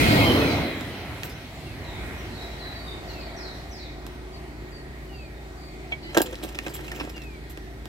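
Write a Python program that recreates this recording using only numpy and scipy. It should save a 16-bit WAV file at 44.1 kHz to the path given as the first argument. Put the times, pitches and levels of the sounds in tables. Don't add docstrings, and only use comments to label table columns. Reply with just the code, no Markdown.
import sys
import numpy as np
from scipy import signal
from scipy.fft import rfft, irfft
from scipy.io import wavfile
from scipy.ndimage import uniform_filter1d

SR = 44100
rng = np.random.default_rng(int(sys.argv[2]) if len(sys.argv) > 2 else 0)


def voltage_ratio(level):
    return 10 ** (np.asarray(level, float) / 20)


def waveform_to_disk(signal):
    frames = np.transpose(np.atleast_2d(signal))
    scaled = np.clip(frames, -1, 1) * 32767
    samples = np.round(scaled).astype(np.int16)
    wavfile.write(sys.argv[1], SR, samples)


N = 347490

LIFT_S, LIFT_END_S = 6.25, 7.05
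BREAKUP_DB = 2.5


def roar():
    # start_s, rumble_db, rail_drone_db, treble_db
    roll_levels = [(0, -20, -28.5, -25), (.35, -27.5, -27.5, -28), (.63, -30.5, -35.5, -34.5),
                   (.77, -39, -43, -38), (1.15, -39, -45.5, -42), (1.5, -41.5, -50, -44),
                   (2.1, -38.5, -44.5, -43), (2.6, -47, -45.5, -45), (3.2, -46, -44, -45.5),
                   (3.85, -49, -48, -48.5), (4.6, -49.5, -50, -50), (5.8, -49.5, -51.5, -50.5),
                   (7.88, -49, -52.5, -50)]
    # low_hz, high_hz
    roll_bands = [(45, 200), (550, 1000), (1500, 5000)]
    # pitch_hz, level_db (per Hz)
    near_colour = [(29, -33), (50, -5.5), (96, -3), (223, -10), (270, -3), (397, -11.5), (690, -12.5),
                   (1200, -15.5), (2140, -19), (2860, -19.5), (3150, -18), (3550, -22.5), (5200, -29),
                   (6800, -36), (13700, -39), (15800, -36)]
    # pitch_hz, level_db (per Hz)
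    far_colour = [(29, -33), (50, 23), (72, -12), (103, 1.5), (148, -2.5), (188, -10), (369, -11.5),
                  (481, -20.5), (674, -16.5), (1040, -26), (1900, -27.5), (2660, -35), (4000, -33.5),
                  (5090, -39.5), (6200, -42.5), (8300, -42.5), (9600, -49.5), (12000, -46), (15800, -52)]
    # pitch_hz, width_hz, alongside_boost_db, gone_boost_db
    train_modes = [(98.2, 20.3, 7, 19), (300, 33, 0.5, 0), (690, 88, 5, 1), (1890, 19, 7, 11.5),
                   (2146, 280, 9, 6), (2480, 110, 7, 6), (4100, 490, 7, -0.5), (11560, 1100, 6.5, -0.5)]
    # pitch_hz, share (0-1)
    likeness = [(60, 0.9), (300, 0.97), (800, 0.76), (1500, 0.35), (3000, 0.08), (6000, 0), (15000, 0.06)]
    tail_s, dulls_s = 0.87, 1
    lag_near_ms, lag_far_ms, swing_s = -0.47, 0.3, 0.61
    bogie_s, bogie_width_s, bogie_hz, bogie_db = 0.5, 0.4, 317, 7.5
    hiss_db, hiss_fade_s, hiss_hz = 6.5, 0.39, 6040
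    hop = 256
    frames = dict(nperseg=4 * hop, noverlap=3 * hop)

    hz, t, grain = signal.stft(rng.standard_normal((3, N)), SR, **frames)
    gone = 1 - np.exp(-np.maximum(t - tail_s, 0) / dulls_s)
    near, far = log_curve(near_colour, hz), log_curve(far_colour, hz)
    for mode_hz, width_hz, near_db, far_db in train_modes:
        bump = 1 / (1 + (2 * (hz - mode_hz) / width_hz) ** 2)
        near = near + near_db * bump
        far = far + far_db * bump
    colour = np.outer(near, 1 - gone) + np.outer(far, gone)

    s, *band_db = np.transpose(roll_levels)
    power = voltage_ratio(2 * colour) / len(hz)
    lift = [np.interp(t, s, db) - 10 * np.log10(power[(hz >= low) & (hz < high)].sum(axis=0))
            for db, (low, high) in zip(band_db, roll_bands)]
    centre = np.log([np.sqrt(low * high) for low, high in roll_bands])
    share = np.array([np.interp(np.log(hz + 1), centre, row) for row in np.eye(len(centre))]).T

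    bogie_colour = np.exp(-np.log2((hz + 1) / bogie_hz) ** 2 / 1.1)
    bogie = bogie_db * np.outer(bogie_colour, np.exp(-((t - bogie_s) / bogie_width_s) ** 2))
    hiss_colour = 1 / (1 + (hiss_hz / (hz + 1)) ** 4)
    hiss = hiss_db * np.outer(hiss_colour, np.exp(-(t / hiss_fade_s) ** 2))
    third = np.clip(3 * np.log2((hz + 1) / 40), 0, 26).astype(int)
    flicker = 1.93 * walk(9, count=27, size=len(t))[third] + 0.27 * walk(23, count=1, size=len(t))
    gain = voltage_ratio(colour + share @ lift + bogie + hiss + flicker)

    lag_ms = lag_far_ms + (lag_near_ms - lag_far_ms) / (1 + t / swing_s)
    late = np.exp(-2j * np.pi * np.outer(hz, lag_ms) / 1000)
    alike = np.clip(log_curve(likeness, hz), 0, 1)[:, None]
    common = np.sqrt(alike) * grain[0] * np.array([late, np.ones_like(late)])
    both = common + np.sqrt(1 - alike) * grain[1:]
    sound = signal.istft(both * gain, SR, **frames)[1][:, :N]
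    return sound * voltage_ratio([[-.3], [.3]])


def singing_wheels():
    # start_s, length_s, pitch_hz, level_db
    wheel_notes = [(.225, 0.094, 3160, -27), (.34, 0.026, 3080, -32.5), (.17, 0.054, 3240, -33),
                   (0.3, 0.053, 2000, -43), (.2, .055, 2160, -30.5), (.19, 0.045, 2800, -34),
                   (.27, 0.054, 3000, -30.5), (.39, 0.077, 2540, -35), (0.59, .07, 1500, -43),
                   (0.63, 0.13, 2060, -46), (.33, 0.23, 4180, -39.5), (0.6, .12, 4050, -45),
                   (0.46, .09, 4830, -43), (0.45, 0.077, 2300, -35), (.66, .08, 2480, -47),
                   (0.17, .07, 2400, -46), (0.01, 0.08, 3300, -35.5), (.13, 0.052, 1900, -33),
                   (0.019, 0.027, 2400, -33), (.2, .03, 2560, -30), (.06, .05, 4350, -38),
                   (0.071, 0.094, 4800, -39)]
    sag_per_s = .15
    wheels = sagging([*wheel_notes, *squeaks(count=130)], sag_per_s, rough=0.17, breakup_db=BREAKUP_DB)
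    return voltage_ratio(-8) * pair(wheels, lag_ms=-0.24) + echo(wheels, 0.089, db=1.5)


def squeaks(count):
    level_db, end_s, low_hz, high_hz = -41, .7, 1950, 5200
    when, length, pitch = rng.random((count, 3)).T
    hz = low_hz * (high_hz / low_hz) ** pitch
    return list(zip(end_s * when, 0.018 + 0.044 * length, hz, level_db - 9 * when - 8 * pitch))


def barrier():
    # start_s, latch_db, weight_db (boom), brightness_db (hinge to linkage)
    knocks = [(.8095, -32.5, -0.5, 3), (1.2336, -24.5, -32, -4.5), (4.066, -33.5, -6, 5),
              (6.1678, -32.5, 18.5, -3), (6.171, -26.5, 0, 6), (6.1740, -10, -2.5, 3), (6.1828, -18, 0, -1),
              (6.2046, -31.5, 11, 1), (6.2176, -21.5, -5.5, 18), (6.526, -44, -14, 5),
              (6.5885, -27, -8, -11.5), (6.6718, -36, -3, -4), (6.682, -31, -5, 0), (6.897, -42, -12, 3),
              (7.05, -39, -8, 1), (7.095, -40, -14, 4), (7.219, -40, -12, 0), (7.5743, -36, -3.5, -3),
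              (7.856, -33.5, -4.5, 0)]
    # the same four columns, contact_ms
    scrapes = [(1.2336, -24, -13, 5, 14), (1.2894, -31, -11, 4, 11), (5.9118, -35.5, 2.5, -5, 10.2),
               (6.1445, -22.5, -3.5, -4, 4.9), (6.1965, -21, -1, 4, 4.3), (6.2175, -23, -8, 12, 4),
               (6.2563, -26.5, -10, -3, 6.9), (6.3235, -32.5, -6, -2, 4.7), (6.4261, -25, -7, 9, 10.3),
               (6.4785, -40, -7, -2, 6.6), (6.5455, -31, -18, -5, 3.5), (6.6318, -38, -18, 6, 3.2),
               (6.662, -27.5, -1.5, -4, 5), (6.6892, -33, -6, 5, 11), (6.735, -25.5, -18, 10, 11),
               (6.8300, -36, -16, 4, 15), (6.865, -44, -12, 14, 4), (6.8796, -33, -12, 1, 2.8),
               (6.9146, -28, -11, -10.5, 4.8), (6.9431, -28.5, -5.5, 3, 16),
               (6.9965, -27.5, -0.5, -11, 6.7), (7.0275, -37, 3, 0.5, 8.3), (7.0945, -35, -18, 5, 4.5),
               (7.1626, -35.5, -3, -4, 5.7), (7.2170, -37, -21, -1, 4.5), (7.233, -40, -18, 4, 4),
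               (7.4945, -34, -16, 7, 10)]
    # pitch_hz, width_hz, level_db
    boom_modes = [(228, 160, 0.5), (282, 52, 8), (340, 54, 6.5), (550, 97, 1.5), (730, 88, 4),
                  (920, 125, -2), (1120, 140, -5.5), (1364, 60, -1), (1582, 70, -1)]
    hinge_modes = [(1375, 520, -8), (1670, 240, -2), (1830, 230, 2.5), (2150, 590, -1), (2620, 500, 0)]
    latch_modes = [(3180, 1330, -0.3), (3640, 100, 3), (3950, 170, 0), (4930, 290, 2), (5310, 230, 0),
                   (6630, 270, -1), (6600, 1260, -6.5)]
    linkage_modes = [(7150, 750, 0), (8850, 670, -3), (9850, 700, -10), (10700, 350, 2), (11700, 350, 6),
                     (13000, 370, 9.5), (14000, 500, 1), (15300, 700, 2)]
    # start_s, length_s, start_hz, end_hz, level_db, rough (0-1)
    hum_notes = [(6.225, .09, 512, 498, -41, .3), (6.32, .03, 520, 515, -38, .2)]
    # spread_db of latch, boom, hinge, linkage
    patchy_db = [5, 2, 4, 6]
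    knock_ms = 1.0

    blows = contacts([(*row, knock_ms) for row in knocks], rise=0.15, click=3.4, patchy_db=-0.5)
    rubs = contacts([*scrapes, *rattle(count=10)], rise=1.7, click=0, patchy_db=patchy_db)
    latch, boom_push, hinge, linkage = voltage_ratio(10.5) * blows + pivot_drag() + voltage_ratio(22.0) * rubs
    thud = uniform_filter1d(boom_push, size=9) - uniform_filter1d(boom_push, size=150)
    boom = voltage_ratio(16.5) * ring(thud, boom_modes) + voltage_ratio(12.0) * ring(hinge, hinge_modes)
    boom = boom + drive() + notes(hum_notes, breakup_db=BREAKUP_DB)
    metal = voltage_ratio(-1.5) * ring(latch, latch_modes) + voltage_ratio(3) * ring(linkage, linkage_modes)
    metal = metal + voltage_ratio(-16.5) * latch
    near = pair(boom, lag_ms=-0.176) + pair(metal, lag_ms=0.027)
    return near * voltage_ratio([[-.8], [.8]]) + echo(boom, 0.075, db=-8) + echo(metal, 0.094, db=-5.5)


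def pivot_drag():
    level_db, rise_db_s, fall_db_s = -46, 32, 40
    t = np.arange(N) / SR
    db = level_db - rise_db_s * np.maximum(LIFT_S - t, 0) - fall_db_s * np.maximum(t - LIFT_END_S, 0)
    catch = voltage_ratio(db + 1.6 * walk(70, count=1, size=N))
    return catch * grit((4, N)) * voltage_ratio([[-1], [-4], [-2], [-17]])


def rattle(count):
    level_db, spread_db, scrape_ms = -43, 6, 2.6
    when = rng.random(count)
    size, weight, bright = rng.standard_normal((count, 3)).T
    start_s = LIFT_S + (LIFT_END_S + 0.24 - LIFT_S) * when
    return list(zip(start_s, level_db + spread_db * size, 3 * weight - 12, 4 * bright + 2,
                    np.full(count, scrape_ms)))


def contacts(table, rise, click, patchy_db):
    hinge_db, linkage_db = -5, -15.5
    push = np.zeros((4, N))
    t = np.arange(int(.12 * SR)) / SR
    rough = grit((len(table), 4, len(t)))
    fifth = 5 * np.log2(1 + np.fft.rfftfreq(len(t), 1 / SR) / 100)
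    patches = rng.standard_normal((len(table), 41))
    for (s, db, weight, bright, ms), catch, patch in zip(table, rough, patches):
        i, u = int(s * SR), t / (ms / 1000)
        n = min(len(u), N - i)
        favour_db = np.outer(patchy_db, np.interp(fifth, np.arange(len(patch)), patch))
        catch = irfft(rfft(catch) * voltage_ratio(favour_db), len(t))
        force = np.exp(-u) * (1 - np.exp(-u / rise)) * catch
        force /= np.sqrt(np.sum(force ** 2, axis=1, keepdims=True))
        force[:, 0] = click
        part_db = db + np.array([0, weight, hinge_db - bright, linkage_db + bright])
        push[:, i:i + n] += (force * voltage_ratio(part_db)[:, None])[:, :n]
    return push


def grit(shape):
    grain_db = 3.0
    catches = rng.exponential(size=(*shape[:-1], shape[-1] // 40 + 1))
    catches = np.repeat(catches, 40, axis=-1)[..., :shape[-1]]
    x = rng.standard_normal(shape) * voltage_ratio(grain_db * catches)
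    return x / x.std()


def drive():
    # pitch_hz, width_hz, level_db (before the clink's own level)
    clink_modes = [(2273, 29, 12), (3240, 80, 5.5), (2040, 61, -4)]
    # multiple (of its speed), level_db
    whine_orders = [(1, -46), (6, -49), (9, -49), (12, -52), (15, -62)]
    clink_s, clink_db = 5.921, -6
    whine_s, length_s, start_hz, end_hz, rough = 6.025, .115, 328, 340, .12
    t = np.arange(N) / SR - clink_s
    let_go = voltage_ratio(clink_db) * (t > 0) * np.exp(-np.abs(t) / 0.0045) * rng.standard_normal(N)
    whine = notes([(whine_s, length_s, k * start_hz, k * end_hz, db, rough) for k, db in whine_orders])
    return ring(let_go, clink_modes) + whine


def car():
    # start_s, level_db
    idle_levels = [(1.5, -57), (2.05, -42), (2.9, -42), (3.5, -42)]
    # multiple (of half the firing rate), level_db (against the base)
    idle_orders = [(1, -19), (2, 1), (3, -18), (4, -30), (5, -9), (6, -16.5), (7, -59), (8, -13.5),
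                   (9, -25), (10, -14), (11, -11), (12, -16.5), (13, -8), (14, -14), (15, -18.5), (16, -20)]
    idle_hz = 28.15
    s, db = np.transpose(idle_levels)
    turn = 2 * np.pi * np.cumsum(idle_hz * (1 + 0.0059 * walk(12, count=1, size=N)[0])) / SR
    uneven = walk(11, count=len(idle_orders), size=N)
    phases = 1.21 * walk(9, count=len(idle_orders), size=N)
    tone = sum(voltage_ratio(order_db + min(0.26 * k, 3.2) * swell) * np.sin(k * turn + phase)
               for (k, order_db), swell, phase in zip(idle_orders, uneven, phases))
    return pair(np.sqrt(2) * tone * voltage_ratio(np.interp(np.arange(N) / SR, s, db)), lag_ms=0.4)


def birds():
    # start_s, length_s, start_hz, end_hz, level_db
    warbler_notes = [(1.834, 0.079, 4250, 3630, -51.5), (1.928, 0.045, 3760, 3590, -55),
                     (2.178, .04, 6090, 5500, -59.5), (2.31, .04, 4100, 4000, -55),
                     (2.35, 0.025, 4200, 4260, -50), (2.372, 0.035, 4050, 3860, -47.5),
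                     (2.406, .03, 3850, 4100, -48), (2.41, .018, 5250, 5150, -52),
                     (2.462, .015, 3950, 3850, -51), (2.506, 0.04, 4100, 3890, -53),
                     (2.586, 0.07, 4600, 3900, -47.5), (2.65, 0.049, 4014, 3920, -46),
                     (2.695, 0.024, 3950, 4190, -50), (2.722, 0.086, 4470, 4560, -51),
                     (2.745, 0.06, 4050, 3900, -53), (2.83, 0.07, 4750, 4700, -54),
                     (2.867, 0.033, 3800, 3640, -44.5), (2.91, 0.028, 3780, 3630, -47.5),
                     (3.075, 0.05, 4800, 4010, -48), (3.191, 0.052, 5290, 3800, -48.5),
                     (3.31, .04, 3800, 4210, -59), (3.363, 0.053, 6190, 4970, -49.5),
                     (3.375, .03, 4500, 3880, -56), (3.4, 0.13, 5100, 3850, -47.5),
                     (3.709, 0.055, 6180, 4980, -51), (3.75, 0.13, 5000, 3770, -50.5),
                     (5.33, 0.1, 3770, 3700, -65)]
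    # start_s, length_s, start_hz, level_db
    tit_notes = [(4.32, .075, 4600, -53), (4.72, .11, 4720, -52), (5.13, .15, 4740, -53.5),
                 (5.575, .18, 4700, -55.5), (6.02, .12, 4520, -51)]
    # start_s, length_s, start_hz, level_db
    whistler_notes = [(1.65, 0.1, 2820, -55), (3.09, 0.24, 2920, -55), (5.085, 0.27, 2980, -55.5),
                      (7.143, 0.045, 2870, -51), (7.19, 0.2, 2770, -52)]
    settle = 1.8
    rough, rough_per_octave = 0.17, 0.7
    tit_end_hz, tit_rough = 4453, 0.034
    whistle_sag_per_s = 1.15
    bank_s, bank_db = 0.06, -5

    sweeps = [(*row, rough + rough_per_octave * abs(np.log2(row[2] / row[3]))) for row in warbler_notes]
    warbler = notes(sweeps, settle, early=0.8)
    tit = notes([(s, n, hz, tit_end_hz, db, tit_rough) for s, n, hz, db in tit_notes],
                settle, early=0.58, breakup_db=BREAKUP_DB)
    whistler = sagging(whistler_notes, whistle_sag_per_s, rough=0.02, fade=0.82, breakup_db=BREAKUP_DB)
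    trees = echo(warbler, 1.0, db=1) + echo(warbler, 0.25, db=1)
    bank = voltage_ratio(bank_db) * pair(np.roll(warbler, int(bank_s * SR)), lag_ms=-0.21)
    others = pair(tit, lag_ms=-0.14) + pair(whistler, lag_ms=0.019) + echo(tit + whistler, 0.17, db=-2.5)
    return voltage_ratio(-1.0) * pair(warbler, lag_ms=0.517) + trees + bank + others


def sagging(table, per_s, rough, fade=0, breakup_db=0):
    rows = [(s, n, hz, hz * np.exp(-per_s * n), db, rough) for s, n, hz, db in table]
    return notes(rows, early=1 / (1 + fade), breakup_db=breakup_db)


def notes(table, settle=1, early=1, breakup_db=0):
    out = np.zeros(N)
    tremble, flutter = walk(330, count=2, size=N)
    breakup = breakup_db * walk(45, count=1, size=N)[0]
    shifts = rng.integers(N, size=len(table))
    for (s, length, start_hz, end_hz, db, rough), shift in zip(table, shifts):
        i, n = int(s * SR), int(length * SR)
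        u = np.arange(n) / n
        glide = end_hz * (start_hz / end_hz) ** ((1 - u) ** settle)
        hz = glide * (1 + .11 * rough * tremble[i:i + n])
        level_db = db + 6 * rough * flutter[i:i + n] + np.roll(breakup, shift)[i:i + n]
        shape = np.sqrt(2 * np.sin(np.pi * u ** early)) * voltage_ratio(level_db)
        out[i:i + n] += shape * np.sin(2 * np.pi * np.cumsum(hz) / SR)
    return out


def ring(x, modes):
    return sum((-1) ** k * voltage_ratio(db) * signal.lfilter(*signal.iirpeak(hz, hz / width, SR), x)
               for k, (hz, width, db) in enumerate(modes))


def pair(x, lag_ms):
    turn = np.exp(-2j * np.pi * np.fft.rfftfreq(N, 1 / SR) * lag_ms / 1000)
    return np.array([irfft(rfft(x) * turn, N), x])


def echo(x, t60, db):
    t = np.arange(int(SR * .6)) / SR
    tail = rng.standard_normal((2, len(t))) * np.exp(-np.log(1000) * t / t60) * np.minimum(t / 0.00038, 1)
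    tail *= voltage_ratio(db) / np.sqrt(np.sum(tail ** 2, axis=1, keepdims=True))
    return signal.fftconvolve(x[None], tail, axes=1)[:, :N]


def walk(rate, count, size):
    t = np.arange(size) * rate * N / SR / size
    targets = rng.standard_normal((count, int(t[-1]) + 2))
    return np.array([np.interp(t, np.arange(len(row)), row) for row in targets])


def log_curve(table, hz):
    f, v = np.transpose(table)
    return np.interp(np.log(hz + 1), np.log(f), v)


def scene():
    return roar() + singing_wheels() + barrier() + car() + birds()


def low_pass(x):
    return signal.sosfilt(signal.butter(12, 16550, fs=SR, output="sos"), x)


def record(dry):
    top_cut = signal.ellip(10, .3, 60, 15850, fs=SR, output="sos")
    bass_cut = signal.butter(4, 46, "high", fs=SR, output="sos")
    mix = signal.sosfilt(bass_cut, signal.sosfilt(top_cut, dry))
    return low_pass(mix)


dry = scene()
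out = record(dry)
waveform_to_disk(out)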